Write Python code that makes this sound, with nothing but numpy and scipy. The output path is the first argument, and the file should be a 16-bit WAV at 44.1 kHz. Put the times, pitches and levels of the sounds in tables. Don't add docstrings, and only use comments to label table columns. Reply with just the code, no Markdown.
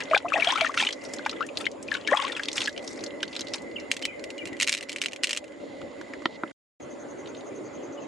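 import sys
import numpy as np
from scipy import signal
from scipy.fft import rfft, irfft
from scipy.io import wavfile
from scipy.ndimage import uniform_filter1d

SR = 44100
rng = np.random.default_rng(int(sys.argv[2]) if len(sys.argv) > 2 else 0)


def boost(x):
    u = np.asarray(x, float) / 20
    return 10 ** u


def master(y):
    cut = np.clip(np.atleast_2d(y).T, -1, 1)
    pcm = np.round(cut * 32767)
    wavfile.write(sys.argv[1], SR, pcm.astype(np.int16))


N = 355887


def evened(x):
    return x / np.sqrt(np.mean(x ** 2) + 1e-20)


def read(points, hz):
    f, value = np.transpose(points)
    return np.interp(np.log(hz + 1), np.log(f + 1), value)


def curve(rows, col):
    rows = np.asarray(rows)
    return boost(np.interp(np.arange(N) / SR, rows[:, 0], rows[:, col]))


def add(mix, s, sound, pan_db=0.):
    part = mix[:, round(s * SR):][:, :len(sound)]
    share = 1 / (1 + boost(-2 * pan_db))
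    part += np.sqrt([[2 * share], [2 - 2 * share]]) * sound[:part.shape[1]]


def band(x, lo_hz, hi_hz):
    sos = signal.butter(2, [lo_hz, min(hi_hz, SR / 2 - 100)], "bandpass", fs=SR, output="sos")
    return signal.sosfilt(sos, x)


def noise(shape, n, patchy_db, alike):
    frames, hz = n // 256 + 5, np.fft.rfftfreq(1024, 1 / SR)
    a, b, c, d, patches = rng.standard_normal((frames, 513, 5)).T
    patches = evened(uniform_filter1d(uniform_filter1d(patches, 8, 0), 8, 1))
    same = np.clip(alike(hz), -1, 1)[:, None]
    left = a + 1j * b
    right = same * left + np.sqrt(1 - same ** 2) * (c + 1j * d)
    gain = boost(read(shape, hz)[:, None] + patchy_db * patches)
    return signal.istft(np.array([left, right]) * gain, nperseg=1024, noverlap=768)[1][:, :n]


def half_shared_noise():
    white = rng.standard_normal((3, N))
    return white[:2] + 0.97 * white[2]


def ring(t, modes, spread):
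    tune = rng.uniform(1 - spread, 1 + spread, len(modes))
    return sum(boost(db - 60 * t / t60) * np.sin(2 * np.pi * hz * u * t) for (hz, db, t60), u in zip(modes, tune))


def wet_bursts(rows, t60, pan_db, wide_db):
    out, t = np.zeros((2, N)), np.arange(1500) / SR
    attack = 1 - np.exp(-(t / 0.00086) ** 2)
    decay = boost(-60 * t / t60) + 0.8 * boost(-60 * t / 0.005)
    for s, db, hz in rows:
        a, b = rng.standard_normal((2, len(t)))
        burst = evened(band(band(a, hz * 0.7, hz * 1.23), hz * 0.46, hz * 2.9))
        burst += boost(wide_db) * evened(band(b, 1300, 6140))
        burst += 0.87 * np.sin(2 * np.pi * hz * t * (1 + 6.0 * t)) * np.tanh(t / .002)
        burst *= attack * decay
        add(out, s - .0006, boost(db) * burst / abs(burst).max(), pan_db)
    return out


SILENCE = (6.52, 6.798)
# [f/Hz, density level/dB per Hz]
HUM_NEAR = [(30, -51), (86, -17), (190, -17.5), (273, -3), (430, -6), (565, -4), (700, -14), (1360, -23.5),
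            (2300, -27), (7600, -44), (9500, -40.5), (11500, -46.5), (13000, -64)]
HUM_WIDE = [(30, -52), (140, -11), (210, -18), (271, -0.5), (520, -4), (724, -12), (2060, -25),
            (7600, -43.5), (8000, -45), (10000, -44.5), (13000, -66)]
# [f/Hz, likeness 0..1]
COHERENCE = [(60, 0.18), (170, 0.8), (490, 0.13), (11600, .85)]
# [f/Hz, width/Hz, level/dB against the hum]
HUM_MODES = [
    (284, 61, -5.5),
    (567.7, 47, -6),
]
# [t/s, level/dB]
HUM = [
    (0, -42),
    (4.5, -44),
    (5.1, -48),
    (5.7, -45),
    (6.8, -43.5),
    (8.07, -42),
]


def valley_hum():
    cut = int(np.mean(SILENCE) * SR)
    views = []
    for shape, n in ((HUM_NEAR, cut), (HUM_WIDE, N - cut)):
        view = noise(shape, n, patchy_db=2.5, alike=lambda hz: read(COHERENCE, hz))
        views.append(view / np.std(band(view, 232, 442)))
    hum = np.hstack(views)
    white = half_shared_noise()
    for hz, width, db in HUM_MODES:
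        lean = boost([[-hz / 350], [hz / 350]])
        hum += boost(db) * evened(band(white, hz - width / 2, hz + width / 2)) * lean
    return curve(HUM, 1) * hum


# [t/s, level/dB]
CHORUS = [
    (0, -48),
    (1.4, -47.5),
    (1.55, -83),
    (2.3, -50.5),
    (4.5, -51),
    (5.4, -57.5),
    (6.5, -52),
    (6.8, -59.5),
]


def insect_choruses():
    t, white = np.arange(N) / SR, half_shared_noise()
    low = evened(band(white, 1970, 2085)) * (1 + 0.25 * np.sin(2 * np.pi * 110 * t))
    high = evened(band(band(white + 2.1 * white[0], 6600, 7360), 6500, 7600))
    thin = boost(-70.0) * evened(band(white, 8800, 9360)) * (t > SILENCE[1]) * (t < 7.65)
    high_level = curve(HUM, 1) * boost(-22)
    return curve(CHORUS, 1) * low * boost([[-2.5], [2.5]]) + high_level * high + thin


def near_insect():
    first_s, gap_s = 6.829, .0925
    out, t = np.zeros((2, N)), np.arange(int(.07 * SR)) / SR
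    for s in np.arange(first_s, N / SR, gap_s):
        clicks = rng.standard_normal(len(t)) * (2.1 + np.cos(np.pi * 150 * t) ** 4)
        throb = evened(band(band(clicks, 6000, 6800), 6030, 6900)) * np.hanning(len(t))
        add(out, s - t[-1] / 2, boost(-53.5) * throb)
    return out


# [t/s, length/s, start f/Hz, end f/Hz, level/dB]
BIRD = [(3.757, 0.019, 3180, 2480, -32.5), (3.78, 0.0097, 2400, 2100, -38), (4.029, 0.025, 3170, 2930, -35),
        (4.061, 0.058, 2640, 2280, -38), (4.114, 0.045, 2174, 2080, -38), (4.38, 0.026, 2960, 2800, -38),
        (4.401, 0.028, 2480, 2290, -39), (4.459, 0.023, 2760, 2710, -45), (4.515, 0.033, 2190, 1896, -38.5),
        (3.663, 0.034, 2094, 2100, -47), (7.504, 0.029, 2550, 2220, -55), (7.82, 0.023, 2698, 2490, -58),
        (7.968, 0.028, 3060, 2850, -54), (8.015, 0.025, 2772, 2490, -50.5)]


def bird():
    out = np.zeros(N)
    for s, length, from_hz, to_hz, db in BIRD:
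        u = np.linspace(0, 1, int(length * SR))
        quaver = evened(uniform_filter1d(rng.standard_normal((2, 4000)), 150, axis=1))[:, :len(u)]
        turns = np.cumsum((from_hz + (to_hz - from_hz) * u) * (1 + .012 * quaver[0])) / SR
        level = boost(db + 2.6 * quaver[1]) * np.sin(np.pi * u) ** 2
        out[int(s * SR):][:len(u)] += level * np.sin(2 * np.pi * turns)
    t = np.arange(9000) / SR
    leaves = rng.standard_normal((2, len(t))) * (boost(-60 * t / 0.078) + boost(-13 - 60 * t / .4))
    scattered = signal.oaconvolve(out[None], leaves / np.linalg.norm(leaves[0]), axes=1)[:, :N]
    return 1.32 * out + 1.5 * scattered


# [t/s, peak level/dB, f/Hz centre]
TICKS = [(5.8147, -33, 1340), (6.0127, -29, 1560), (6.1358, -27, 1890), (6.2208, -34.5, 1340),
         (6.477, -39.5, 3200), (6.497, -42.5, 3000), (5.816, -37, 3000), (6.511, -36.5, 1490),
         (7.259, -34.5, 3000), (7.3487, -35.5, 3512), (7.408, -38.5, 3330)]
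# [t/s, peak level/dB, treble level/dB]
KNOCKS = [
    (6.2563, -3, 1),
    (6.4352, -10.5, -26),
]
# [f/Hz, level/dB, t60/s]
ROCK = [(314, 0.5, 0.032), (790, -7, 0.01), (1007, -2.5, 0.016), (1340, -1, 0.015), (1860, 1, 0.014),
        (3160, -6, 0.015), (3580, -11, 0.017), (4280, -10.5, 0.011)]
# [t/s, level/dB]
SCRAPE = [
    (5.6, -61),
    (5.72, -60),
    (5.84, -65),
    (6.29, -60.5),
    (6.36, -51),
    (6.38, -77),
]


def handling():
    out, t = wet_bursts(TICKS, t60=0.021, pan_db=-1.5, wide_db=-10.5), np.arange(3000) / SR
    for s, db, treble_db in KNOCKS:
        modes = [(hz, level + treble_db * max(np.log2(hz / 1340), 0), t60) for hz, level, t60 in ROCK]
        noisy = rng.standard_normal(len(t)) * boost(-60 * t / 0.014)
        crack = band(band(noisy, 1160, 1540) + boost(treble_db) * band(noisy, 1150, 3800), 600, 5600)
        hit = band(ring(t, modes, spread=0.0066), 200, 7200)
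        blow = hit / abs(hit).max() + 0.21 * crack / abs(crack).max()
        blow *= 1 - np.exp(-t / 0.00029)
        add(out, s, boost(db) * band(blow, 290, 9300), -1.5)
    grit = rng.standard_normal(N) * boost(2.6 * rng.exponential(1, N))
    rubbing = np.arange(N) / SR > SCRAPE[0][0]
    return out + rubbing * curve(SCRAPE, 1) * evened(band(grit, 2700, 4580))


# [f/Hz, density level/dB per Hz]
FOAM = [(600, -6.5), (1600, -8), (3300, -3.5), (4500, -9.5), (9000, -16), (12000, -20.5)]
# [start t/s, hold/s, level/dB, treble level/dB against the level]
STROKES = [(0, 0.011, -43, -21), (0.14, 0.0032, -33, -16.5), (0.332, 0.11, -35, -17.5),
           (0.479, 0.031, -26.5, -17.5), (0.596, 0.049, -29.5, -17.5), (0.786, 0.073, -30.5, -9),
           (1.033, 0.12, -46.5, -8.5), (1.232, 0.21, -49, -18), (1.604, 0.0092, -39.5, -10),
           (1.939, 0.0059, -33.5, -15.5), (2.12, 0.16, -32.5, -15.5), (2.332, 0.095, -42.5, -13),
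           (2.572, 0.068, -35.5, -5), (2.84, 0.097, -52, -2.5), (2.987, 0.079, -50.5, -11),
           (3.313, 0.13, -50, -10.5), (3.545, 0.0087, -44, -7)]


def churn():
    wet_until_s, rise_db_per_s, fall_db_per_s = 3.7, 354, 306
    n, sizes = int(wet_until_s * SR), 36
    happens = rng.random(n) < 5500 / SR
    size = boost(2.8 * np.minimum(rng.exponential(1, n), 3)) * happens
    kind, out = rng.integers(0, sizes, n), np.zeros((2, n))
    shared, at = rng.standard_normal(n // 256 + 2), np.arange(n) / 256
    for k, hz in enumerate(np.geomspace(800, 11000, sizes)):
        t = np.arange(int(30 * SR / hz)) / SR
        decay_cycles = np.interp(hz, (2000, 7000), (5.5, 2.6))
        grain = (1 - np.exp(-t * hz)) * np.exp(-t * hz / decay_cycles)
        grain *= np.sin(2 * np.pi * hz * t * (1 + 0.0024 * hz * t))
        own_db = np.interp(hz, (2500, 7000), (5.0, 3.5))
        clump_db = 5.0 * shared + own_db * rng.standard_normal(len(shared))
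        clumps = boost(np.interp(at, np.arange(len(shared)), clump_db))
        one = boost(read(FOAM, hz)) * hz * signal.oaconvolve(clumps * size * (kind == k), grain)[:n]
        add(out, 0, one, rng.uniform(-12.0, 19) * (hz < 4000))
    low, high = evened(band(out, 700, 4570)), evened(band(out, 4070, 9600))
    t, effort = np.arange(n) / SR, np.zeros((2, n))
    for s, hold, db, treble_db in STROKES:
        away_db = np.maximum(rise_db_per_s * (s - t), fall_db_per_s * (t - s - hold))
        effort += boost(db - np.clip(away_db, 0, 99)) * boost(np.array([[1.0], [8.0 + treble_db]]))
    return np.pad(effort[0] * low + effort[1] * high, ((0, 0), (0, N - n)))


# [t/s, peak level/dB, f/Hz centre] drops slapping water, skin and shell, singly or in quick strings
SLAPS = [(0.0042, -20.5, 2365), (0.1759, -13, 3500), (0.4081, -21, 2760), (0.4459, -16, 3030),
         (0.6112, -29, 3780), (0.6464, -23, 2570), (0.287, -34.5, 5660), (0.8703, -18, 2980),
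         (1.2947, -19.5, 3800), (1.5721, -13.5, 3960), (1.6542, -22, 3500), (1.6662, -25, 2820),
         (1.9401, -19, 3660), (2.0747, -16.5, 2920), (2.1728, -19.5, 3120), (2.5154, -26, 4520),
         (2.321, -26, 3670), (2.4341, -17.5, 3590), (2.4554, -25, 4450), (2.4844, -15, 3500),
         (2.5296, -20, 6580), (2.5796, -11.5, 2890), (2.777, -23, 2940), (3.0382, -23, 6140),
         (3.2297, -15, 3400), (3.364, -18, 3940), (3.408, -22.5, 5960), (3.3526, -24, 3500),
         (3.3928, -22.5, 4400),
         (0.4724, -21, 3390), (.488, -17, 3020), (0.5048, -20, 3170), (0.521, -21.5, 5610),
           (0.559, -21, 3500), (0.575, -23, 2400), (0.7752, -12, 2630), (0.787, -15, 2960),
           (.7981, -22, 3270), (.804, -24, 2800), (.812, -15, 3000), (0.825, -16, 3500), (.836, -20, 2660),
           (0.85, -20, 2950), (.889, -20, 2940), (.9078, -25.5, 2980), (0.931, -25, 4020),
           (2.5644, -27, 3160), (2.5733, -21.5, 2830), (2.605, -18, 3180), (2.617, -15.5, 3300),
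           (2.632, -23, 3430), (2.6588, -18.5, 4000), (2.674, -16.5, 2630), (2.693, -25, 4230),
           (3.4704, -28.5, 3670), (3.483, -31, 4430), (3.494, -40, 4000), (3.5361, -16, 4960),
           (3.542, -19, 3500), (3.547, -31, 4600), (3.565, -41, 5070), (3.582, -35, 3980)]
MIST = [(.0358, -28.5, 5650), (.054, -34, 3500), (.0867, -41, 3430), (.0997, -31, 4040), (.1126, -19, 2340),
        (.1476, -16, 2440), (.154, -23, 3500), (.202, -48, 2980), (.224, -49, 8000), (.3995, -29, 2680),
        (.61, -14, 3010), (.6634, -23, 2730), (.686, -34, 6400), (.718, -40.5, 5140), (1.1635, -33, 6400),
        (1.1849, -32, 3870), (1.2513, -27, 3500), (1.312, -28.5, 4730), (1.33, -32, 2800),
        (1.4069, -31.5, 3640), (1.4254, -36, 3200), (1.4653, -30, 8000), (1.5546, -37, 3350),
        (1.586, -28, 9200), (1.7147, -35.5, 5830), (1.879, -34, 4630), (1.9148, -21.5, 3480),
        (1.951, -20, 2420), (1.968, -28, 2950), (2.011, -33, 3820), (2.068, -28, 3060), (2.2226, -31, 4460),
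        (2.25, -20, 3020), (2.268, -24, 3050), (2.728, -38, 4840), (2.7638, -30, 2800), (2.792, -33, 3000),
        (2.9913, -36.5, 4160), (3.0073, -31, 4530), (3.0631, -27, 4970), (3.106, -34, 3000),
        (3.2048, -36, 2950), (3.253, -38, 3960), (3.2787, -32, 4260), (3.334, -32, 3500),
        (3.415, -24, 3830), (3.62, -39, 7400), (3.7142, -40, 3930), (7.273, -35.5, 3500),
        (7.368, -42, 3500)]
DRIPS = [(.7415, -22.5, 1780), (.926, -21, 4730), (1.05, -32, 5060), (1.136, -23, 6940), (1.192, -36, 1540),
         (1.262, -17.5, 1497), (1.4885, -37, 2700), (1.8267, -29.5, 7400), (1.8848, -36, 2350),
         (2.3655, -21.5, 2480), (2.395, -18.5, 1730), (2.8764, -22, 5300), (3.329, -29, 3670),
         (3.799, -33.5, 4950)]


def splashes():
    out = wet_bursts(SLAPS, t60=0.024, pan_db=0.0, wide_db=-6.0)
    out += wet_bursts(MIST, t60=0.023, pan_db=1.6, wide_db=-15.5)
    return out + wet_bursts(DRIPS, t60=0.033, pan_db=1.5, wide_db=-10.5)


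# [t/s, peak level/dB, f/Hz, glide factor, t60/s]
BUBBLES = [(0.112, -19.5, 646, 1, .12), (0.247, -24.5, 657, 1.06, 0.1), (0.356, -22, 830, 0.73, .081),
           (0.361, -22, 1870, 0.97, 0.041), (0.471, -21, 645, 1.14, 0.067), (0.525, -21, 955, 1.13, 0.04),
           (0.557, -20.5, 1180, 1.16, 0.063), (0.384, -26.5, 653, 1.04, 0.095),
           (0.616, -21.5, 658, 0.98, 0.088), (0.647, -21.5, 1475, 0.91, 0.028),
           (0.695, -24.5, 1068, 1.12, 0.027), (0.775, -21.5, 1353, 1.05, 0.03),
           (1.408, -21, 1193, 1.22, 0.087), (1.927, -28, 1625, 0.97, 0.04),
           (2.086, -21.5, 1690, 1.04, 0.065), (2.117, -20.5, 1020, 1.03, 0.019),
           (2.122, -14, 524, 1.2, 0.055), (2.131, -15, 1750, 1.12, 0.022), (2.138, -19, 800, 1.04, 0.046),
           (2.174, -24, 1050, 0.94, 0.019), (2.194, -24, 1143, 0.97, 0.052),
           (2.245, -26, 1023, 1.05, 0.055)]
# [t/s, peak level/dB, f/Hz]
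POPS = [(0.135, -11.5, 1196), (0.144, -19, 570), (0.1473, -15, 1610), (0.149, -11, 2330), (0.164, -18, 825),
        (0.167, -17.5, 1510), (0.322, -17, 1277), (0.339, -15, 2420), (0.369, -21.5, 790),
        (0.424, -14, 2290), (0.474, -15.5, 3240), (0.504, -19.5, 3213), (0.61, -16, 2320),
        (0.667, -21, 1780), (0.799, -19, 2640), (0.826, -25, 840), (0.871, -16.5, 2970),
        (1.263, -22.5, 880), (1.668, -15.5, 2020), (1.951, -22.5, 1520), (2.68, -18, 1677),
        (3.232, -23, 1580),
        (0.255, -27, 1040), (.262, -31, 1230), (0.285, -29.5, 2600), (1.263, -27.5, 2380),
          (.333, -23, 2340), (.343, -22, 626), (.378, -26, 1110), (0.4, -21.5, 2570), (.403, -34, 1850),
          (.423, -28, 1700), (0.446, -23, 2940), (.504, -23, 1790), (.511, -25, 1030), (.16, -21.5, 3530),
          (.577, -26, 2380), (0.585, -26, 1300), (.113, -26, 2450), (.601, -32, 3200), (0.61, -22.5, 1270),
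          (.631, -26, 2300), (.648, -22, 1790), (0.664, -28, 2670), (1.919, -17, 1720), (1.194, -32, 1530),
          (.785, -27, 3570), (0.79, -27, 2670), (.802, -18.5, 3400), (.803, -20.5, 1890), (.825, -27, 2270),
          (0.836, -24, 2450), (0.868, -25, 3580), (0.87, -25, 2410), (0.89, -27.5, 2090), (.907, -29, 3050),
          (1.609, -33, 3500), (1.609, -35, 1310), (1.645, -32, 2500), (1.667, -23, 2950),
          (1.328, -35, 1290), (2.05, -36, 2910), (2.075, -24.5, 2200), (2.134, -20, 1225),
          (2.141, -21, 1210), (2.15, -20.5, 1140), (2.172, -19, 3340), (1.886, -28.5, 2410),
          (2.226, -31, 850), (2.266, -30, 1200), (2.299, -28.5, 1830), (2.321, -30, 3580),
          (2.308, -36, 505), (1.428, -31.5, 2700), (2.352, -31, 3300), (2.372, -28, 2570),
          (1.49, -33.5, 2510), (2.399, -27, 1640)]
# [t/s, left-right level/dB]
LEFTWARD = [
    (0.7, 9.5),
    (0.77, 0),
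    (1.3, 9),
    (2.3, 10.5),
    (2.6, -4),
]


def bubbles():
    out = np.zeros((2, N))
    small = [(s, db, hz, 1.01, .015) for s, db, hz in POPS]
    for s, db, hz, glide, t60 in BUBBLES + small:
        t = np.arange(0, abs(t60) + .012, 1 / SR)
        wobble = evened(uniform_filter1d(rng.standard_normal(4000), 120))[np.arange(len(t)) % 4000]
        pitch = hz * glide ** np.minimum(t / (t60 / 5 + 0.0022), 2.2) * (1 + 0.036 * wobble)
        swell = 1 - np.exp(-(t * hz / 1.06) ** 2)
        shape = swell * boost(-60 * (t / (0.87 * t60 + 0.0089)) ** 1.43 + 1.1 * wobble[::-1])
        sided = np.exp(-(np.log2(hz / 1750) / 1.1) ** 2)
        pan_db = np.interp(s, *np.transpose(LEFTWARD)) * sided
        tone = np.sin(2 * np.pi * np.cumsum(pitch) / SR)
        add(out, s - .0015, boost(db + 2.5) * shape / shape.max() * tone, pan_db)
    return out


# [t/s, peak level/dB] the handful sliding off the palm
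POUR = [(4.6003, -10.5), (4.611, -10.5), (4.6222, -9), (4.629, -8.5), (4.6747, -9.5), (4.683, -8.5),
        (4.6939, -9), (4.721, -17), (4.727, -8), (4.739, -12), (4.749, -13.5), (4.777, -18),
        (4.8093, -22.5), (4.8942, -18), (4.9289, -21.5), (4.9613, -15.5), (4.984, -23.5), (5.0163, -10),
        (5.0379, -17), (5.0598, -8.5), (5.1328, -20.5), (5.1617, -23), (5.2346, -9.5), (5.2426, -6.5),
        (5.271, -15), (5.2931, -18), (5.3083, -13.5), (5.3308, -11.5), (5.349, -22), (5.3731, -13)]
# [t/s, peak level/dB]
BEADS = [(3.9152, -5.5), (3.931, -24), (3.9665, -22), (3.993, -30), (4.0258, -19), (4.053, -9),
         (4.1953, -30), (4.2402, -27), (4.3039, -23), (4.3803, -28), (4.4552, -22), (4.473, -25.5),
         (4.6687, -19), (4.833, -35), (5.084, -23), (5.442, -34.5),
         (4.017, -29), (4.486, -33), (4.53, -32), (3.938, -27), (3.944, -29), (4.568, -32.5),
              (4.592, -36), (4.644, -17), (4.712, -25), (4.77, -25), (4.786, -25), (4.827, -25),
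              (4.837, -31.5), (4.023, -23), (4.888, -27), (4.9, -27), (4.918, -27), (4.951, -41),
              (4.973, -33), (5.025, -19), (5.045, -21), (5.1122, -36), (5.121, -28), (5.151, -41),
              (5.256, -26), (5.281, -25), (5.3, -20), (5.316, -24), (5.355, -31), (5.364, -20), (5.48, -42),
              (5.521, -43.5)]


def landings():
    rows = [(s, db, -4) for s, db in POUR] + [(s, db, -5) for s, db in BEADS]
    chance = 2 * rng.random(len(rows)) - 1
    return [(s, db, treble_db + 1.5 * c) for (s, db, treble_db), c in zip(rows, chance)]


# [f/Hz, density level/dB per Hz]
BEAD_BODY = [(700, -44.5), (1400, -18), (2100, 0), (2900, -1), (3400, -6.5), (5400, -8.5), (9200, -15),
             (12000, -16.5), (16000, -71)]
# [f/Hz, level/dB, t60/s]
SHELL = [(2240, 8.5, 0.0124), (2850, 9, 0.013), (3500, -17.5, 0.031), (4160, 3, 0.026), (5350, -21.5, .03)]


def beads():
    out, t = np.zeros((2, N)), np.arange(2048) / SR
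    lead = np.zeros(40)
    colour = boost(read(BEAD_BODY, np.fft.rfftfreq(4096, 1 / SR)))
    for s, db, treble_db in landings():
        grit = rng.standard_normal(len(t))
        rattle = grit * boost(-60 * t / 0.0055) + 0.54 * band(grit, 820, 11200) * boost(-60 * t / 0.035)
        rattle = irfft(rfft(np.r_[lead, rattle], 4096) * colour)[:len(t)]
        rattle = rattle + (boost(treble_db + 7.5) - 1) * band(rattle, 6030, 9900)
        shell = np.r_[lead, ring(t, SHELL, spread=.06)][:len(t)]
        hit = evened(rattle) + 0.4 * evened(shell)
        hit[40] += 0.45 * abs(hit).max()
        add(out, s - 40 / SR, boost(db) * band(hit, 1040, 16000) / abs(hit).max(), -.4)
    return out


def scene():
    near = bubbles() + splashes() + churn() + beads() + handling()
    t = np.arange(1500) / SR
    rocks = rng.standard_normal((2, len(t))) * boost(-60 * t / 0.037) * (t > .002)
    echo = boost(-8.5) * signal.oaconvolve(near, rocks / np.linalg.norm(rocks[0]), axes=1)[:, :N]
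    power_db = 10 * np.log10(abs(uniform_filter1d((near ** 2).mean(0), 300)) + 1e-12)
    fall = np.arange(N) * 21.0 / SR
    over_db = np.maximum(np.maximum.accumulate(power_db + fall) - fall + 27.0, 0)
    far = echo + valley_hum() + insect_choruses() + bird() + near_insect()
    return near + far / boost(.35 * uniform_filter1d(over_db, 200))


def top_cut(x):
    return signal.sosfilt(signal.butter(12, 15800, fs=SR, output="sos"), x)


def record(dry):
    t = np.arange(N) / SR
    gate = np.clip(np.maximum(SILENCE[0] - t, t - SILENCE[1]) / 0.0048, 0, 1)
    edged = band(dry * gate, 50, 10000)
    edged = signal.sosfilt(signal.butter(2, 11500, fs=SR, output="sos"), edged)
    hz, _, z = signal.stft(edged, SR, nperseg=1024)
    hz = hz[:, None]
    patch = uniform_filter1d(uniform_filter1d((abs(z) ** 2).mean(0), size=5, axis=0), size=2, axis=1)
    grain = rng.standard_normal(z.shape) + 1j * rng.standard_normal(z.shape)
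    z = z + boost(-16.5) * np.sqrt(abs(patch)) * grain * (hz > 3000)
    faint = (patch < boost(-98) ** 2) & (hz > 7600)
    mix = signal.istft(z * ~faint, nperseg=1024)[1][:, :N]
    return top_cut(mix)


dry = scene()
out = record(dry)
master(out)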